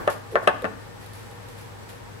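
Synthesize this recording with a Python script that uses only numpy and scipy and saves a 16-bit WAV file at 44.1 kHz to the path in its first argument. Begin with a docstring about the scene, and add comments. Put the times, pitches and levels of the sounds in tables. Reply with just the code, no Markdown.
"""A short, dull slide and a knock: small glass bottles are put down on a table near a stereo microphone.
Four knocks in all, with lighter touches around them. The table top rings low and woody, the glass adds
a short clack, and the quiet room answers. Between and after the knocks, a hand brushes faintly over a
paper towel and fingernails tick on a bottle. A fan hums and hisses in the background throughout."""
import sys
import numpy as np
from scipy import signal
from scipy.fft import rfft, irfft
from scipy.io import wavfile

SR = 44100
rng = np.random.default_rng(int(sys.argv[2]) if len(sys.argv) > 2 else 0)


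def generate_wav(signal):
    """Clip the signal to [-1, 1] and save it as 16-bit WAV at the path in sys.argv[1]."""
    frames = np.transpose(np.atleast_2d(signal))
    scaled = np.clip(frames, -1, 1) * 32767
    pcm = np.round(scaled).astype(np.int16)
    wavfile.write(sys.argv[1], SR, pcm)


N = 97020
TIME = np.arange(N) / SR
CUTOFF_HZ = 15850


def from_db(db):
    """Decibels to gain."""
    return 10 ** (np.asarray(db) / 20)


def unit_rms(x):
    """Scale to unit power."""
    return x / np.sqrt(np.mean(x ** 2) + 1e-20)


def at_hz(points, hz, column=1):
    """Read a column of a table on a log-frequency axis."""
    table = np.array(points)
    return np.interp(np.log(np.maximum(hz, 1)), np.log(table[:, 0]), table[:, column])


def pan(db):
    """Gains for a sound that is db louder at the left microphone than at the right."""
    return from_db(np.array([[.5], [-.5]]) * db)


def drift(rate_hz):
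    """A random wander of rms 1, mostly slower than rate_hz."""
    hz = np.fft.rfftfreq(N, 1 / SR)
    return unit_rms(irfft(rfft(rng.standard_normal(N)) / (1 + (hz / rate_hz) ** 2), N))


def swells(rows):
    """Envelope of strokes that rise straight and die away."""
    envelope = 0
    for start, db, attack, decay in rows:
        rise = np.clip((TIME - start) / attack, 0, 1)
        fall = np.exp(-np.maximum(TIME - start - attack, 0) / decay)
        envelope += from_db(db) * rise * fall
    return envelope


# How alike the two microphones hear diffuse sound. Each row: frequency in Hz, correlation.
MIC_CORRELATION = [(60, 0.2), (130, -0.63), (290, -.3), (640, -0.19), (1410, -0.046), (3100, -0.15),
                   (15000, 0.12)]
# Its lean to the left. Each row: frequency in Hz, left over right in dB.
MIC_BALANCE = [(60, 2.5), (700, 1.8), (2400, 0.5), (8000, 0)]

def diffuse_noise(spectrum):
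    """Noise of a given colour as it reaches the microphone pair, rms 1."""
    hz = np.fft.rfftfreq(N, 1 / SR)
    mid, side = rfft(rng.standard_normal((2, N)))
    alike = at_hz(MIC_CORRELATION, hz)
    pair = np.sqrt(1 + alike) * mid + np.sqrt(1 - alike) * side * [[1], [-1]]
    colour = from_db(at_hz(spectrum, hz)) * (hz < CUTOFF_HZ)
    return unit_rms(irfft(pair * colour * pan(at_hz(MIC_BALANCE, hz)), N))


# The hiss of fan and room. Each row: frequency in Hz, relative density in dB.
AIR_SPECTRUM = [(20, -33), (35, -10.5), (55, -7), (100, -14), (150, -7.5), (230, -9.5), (330, -13.5),
                (480, -9), (650, -16), (850, -13), (1200, -17), (1800, -19.5), (2700, -25.5), (5000, -30),
                (8000, -35), (11000, -36), (15700, -43.5)]
# The fan's tones. Each row: pitch in Hz, level in dB, width in Hz.
FAN_TONES = [(103.47, -53, 24), (119.3, -54, 9), (168.2, -64, 6.4), (472, -58, 12.5), (812, -61, 9.3),
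             (940, -64, 8.6), (1805, -64, 8.9), (7910, -71.5, 8.2)]

def fan(air_db=-43, flicker_db=0.3, motor_hz=103.0, motor_db=-48.5):
    """In the background, a little left: steady air noise, a motor hum and faint wavering tones."""
    air = from_db(air_db + flicker_db * drift(rate_hz=11)) * diffuse_noise(AIR_SPECTRUM)
    motor = from_db(motor_db) * np.sqrt(2) * np.sin(2 * np.pi * (motor_hz * TIME + rng.random()))
    tones = 0
    for hz, db, width in FAN_TONES:
        phase = 2 * np.pi * hz * TIME
        tones += from_db(db) * (drift(width) * np.cos(phase) + drift(width) * np.sin(phase))
    return air + pan(db=3) * (motor + tones)


# The room around the table. Each row: frequency in Hz, early reflections and tail in relative dB,
# the tail's t60 in seconds.
ROOM_BANDS = [(149, -18, -2, 0.52), (310, 0, -7, 0.59), (610, -11, -12, 0.28), (1200, 6, -6, 0.63),
              (2000, -2.5, -8.5, 0.57), (2980, -6, -11.5, 0.58), (8000, -6, -23, 0.42),
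              (15000, -19, -27, 0.22)]

def room(sound, early_t60_s=0.084, early_delay_s=.003, tail_delay_s=0.01):
    """The room answers with dense early reflections and a longer tail, dying band by band."""
    t = TIME[:SR // 2]
    edges_hz = np.geomspace(100, 16000, 15)
    white = rng.standard_normal((2, 2, len(t)))
    answer = 0
    for k, (low, high) in enumerate(zip(edges_hz, edges_hz[1:])):
        early_db, tail_db, tail_t60 = (at_hz(ROOM_BANDS, np.sqrt(low * high), c) for c in (1, 2, 3))
        band = signal.sosfilt(signal.butter(2, [low, high], "band", fs=SR, output="sos"), white[k % 2])
        power = 0
        for db, t60, delay in ((early_db, early_t60_s, early_delay_s), (tail_db, tail_t60, tail_delay_s)):
            shape = (t > delay) * from_db(-60 * t / t60)
            power += (from_db(db) * shape / np.linalg.norm(shape)) ** 2
        answer += band * np.sqrt(power)
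    return signal.fftconvolve(sound, answer, axes=1)[:, :N]


# Strokes on the paper towel. Each row: start in seconds, level in dB, attack and decay in seconds.
PAPER_STROKES = [(0.097, -37, 0.0021, 0.043), (0.305, -48.5, 0.015, 0.023), (0.42, -46, 0.017, 0.013),
                 (0.998, -50.5, 0.018, 0.11), (1.13, -50.5, 0.019, 0.16), (1.48, -53, .006, 0.12),
                 (1.56, -52, 0.04, 0.06), (1.883, -45.5, 0.01, 0.05)]
# Their colour. Each row: frequency in Hz, relative density in dB.
PAPER_SPECTRUM = [(500, 5.5), (2000, 8), (4000, 2), (6500, -1.5), (8500, -2.5), (11500, 2.5), (15500, -18)]

def paper_brushes(grain_db=3):
    """Skin and bottles brush over paper with a faint, grainy hiss."""
    hiss = swells(PAPER_STROKES) * diffuse_noise(PAPER_SPECTRUM)
    return hiss * from_db(grain_db * drift(rate_hz=1200))


# Nails touch the glass. Each row: start in seconds, level in dB.
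NAIL_TOUCHES = [(0.322, -57), (0.6206, -40), (0.81, -52), (1.062, -44), (1.134, -42), (1.312, -48.5),
                (1.4846, -47)]
# Their colour. Each row: frequency in Hz, relative density in dB.
NAIL_SPECTRUM = [(1500, -21), (4000, 12), (6000, -7), (9000, 10), (12000, 6), (15500, -9)]

def nail_ticks(attack_s=.0005, decay_s=0.0035):
    """Fingernails tick on a bottle: tiny bright bursts, close and dry."""
    strokes = [(start, db, attack_s, decay_s) for start, db in NAIL_TOUCHES]
    return swells(strokes) * diffuse_noise(NAIL_SPECTRUM)


# The opening slide. Each row: start in seconds, level in dB, attack and decay in seconds.
SLIDE_STROKES = [(-0.0043, -33, 0.0058, 0.093)]
# Its colour. Each row: frequency in Hz, relative density in dB.
SLIDE_COLOUR = [(150, -6.5), (370, -1.5), (650, -2), (1100, -3.5), (1800, -8.5), (3000, -28), (8000, -33.5)]

def bottle_slide():
    """A bottle slides over the table with a dull friction noise."""
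    return swells(SLIDE_STROKES) * diffuse_noise(SLIDE_COLOUR)


# Rubs just before a bottle settles. Each row: start in seconds, level in dB, attack and decay in seconds.
BASE_RUBS = [(0.318, -31, .014, 0.0041), (0.340, -21.5, 0.012, 0.014), (0.619, -29, 0.012, 0.03)]

def bottle_rubs(pitch_hz=454.5, wobble_hz=33.7, rough_db=3.5):
    """A bottle's base rubs on the table and sets its low mode groaning unsteadily."""
    hz = pitch_hz + wobble_hz * drift(rate_hz=58)
    roughness = from_db(rough_db * drift(rate_hz=220))
    groan = np.sqrt(2) * np.sin(2 * np.pi * np.cumsum(hz) / SR)
    return swells(BASE_RUBS) * roughness * groan


def ring(clicks, hz, t60):
    """Each click sets a dying sine ringing; little is radiated far below its pitch."""
    radius, angle = from_db(-60 / (t60 * SR)), 2 * np.pi * hz / SR
    mode = signal.lfilter([0, np.sin(angle)], [1, -2 * radius * np.cos(angle), radius ** 2], clicks + 1e-18)
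    radiation = signal.butter(2, 0.83 * hz, "high", fs=SR, output="sos")
    return signal.sosfilt(radiation, mode)


# A bottle meets the table. Each row: start in seconds, strength in dB, then extra dB in the bass,
# the middle, the clack and the tick.
CONTACTS = [(0.0744, -16.5, -10, -34, -10, -7), (0.0768, -1, -3.5, -4.5, -5.5, -9.5),
            (0.3561, -1.5, -5.5, -2.5, -23, -26), (0.3635, -11, 0, -12, -22, -22),
            (0.43, -21.5, -13, -7, -13, -12), (0.4735, -8, -4, 4, -25, 0), (0.4760, 2, 2.5, -6, 0, -1.5),
            (0.6436, -10.5, 15, 0, -8.5, -16), (0.6529, -12.5, 5, -7, -3, -10)]
# The corners of a contact's colour curve, in Hz.
COLOUR_CORNERS_HZ = [300, 450, 720, 1050, 1900, 2600, 4000, 7000]
# What table and bottle ring with. Each row: pitch in Hz, level in dB, t60 in seconds,
# left over right in dB.
TABLE_AND_GLASS_MODES = [(206, -36.5, 0.24, -10), (287.2, -26.5, 0.058, 17.5), (463, -24.5, .07, 5.5),
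                         (533.5, -26, 0.11, -18), (601.7, -4, 0.039, 1.5), (646, -14.5, 0.02, 6),
                         (744, -20.5, 0.11, 6), (870, -25.5, 0.18, -4.5), (894, -30.5, 0.14, -8),
                         (1011, -10.5, 0.021, 5.5), (1084, -18, 0.069, -10.5), (1175, -21, 0.098, 19),
                         (1218, -22.5, 0.041, 14), (1408, -11, 0.02, 12.5), (1497, -12, 0.016, 7),
                         (1592, -33, 0.11, -5.5), (1736, -19, 0.024, 27.5), (2200, -31, 0.024, 12),
                         (2590, -14.5, 0.012, 7.5), (2930, -12, 0.0047, -6.5), (3410, -23.5, 0.01, 8),
                         (3950, -36, 0.016, 21), (7300, -29, 0.0039, 0.5), (8700, -20.5, 0.0041, -11),
                         (10600, -26, 0.002, 8)]

def bottle_knocks(contact_s=0.00026, right_mic_lead_s=.0003, glass_above_hz=2300):
    """In the foreground, each contact strikes all modes; where and how hard it lands sets its colour."""
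    out = np.zeros((2, N))
    delays = rng.random((len(CONTACTS), len(TABLE_AND_GLASS_MODES))) * contact_s
    for k, (hz, mode_db, t60, pan_db) in enumerate(TABLE_AND_GLASS_MODES):
        polarity = (-1) ** k if hz > glass_above_hz else 1  # neighbouring glass modes swing opposite ways
        clicks = np.zeros((2, N))
        for (start, db, bass, middle, clack, tick), delay in zip(CONTACTS, delays[:, k]):
            curve_db = [bass, 0, 0, middle, middle, clack, clack, tick]
            colour_db = np.interp(np.log(hz), np.log(COLOUR_CORNERS_HZ), curve_db)
            for mic, lead in enumerate((0, right_mic_lead_s)):
                clicks[mic, int((start + delay - lead) * SR)] += polarity * from_db(db + mode_db + colour_db)
        out += pan(pan_db) * ring(clicks, hz, t60)
    return out


def scene():
    """At the microphones: knocks and rubs with the room's answer, over small handling sounds and the fan."""
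    bottles = bottle_knocks() + bottle_rubs()
    return bottles + room(bottles) + paper_brushes() + nail_ticks() + bottle_slide() + fan()


def record(dry):
    """The recorder rounds the loudest peaks and cuts the highest treble."""
    rounded = dry / (1 + dry ** 6) ** (1 / 6)
    return signal.sosfilt(signal.ellip(12, .1, 80, CUTOFF_HZ, fs=SR, output="sos"), rounded)


dry = scene()
out = record(dry)
generate_wav(out)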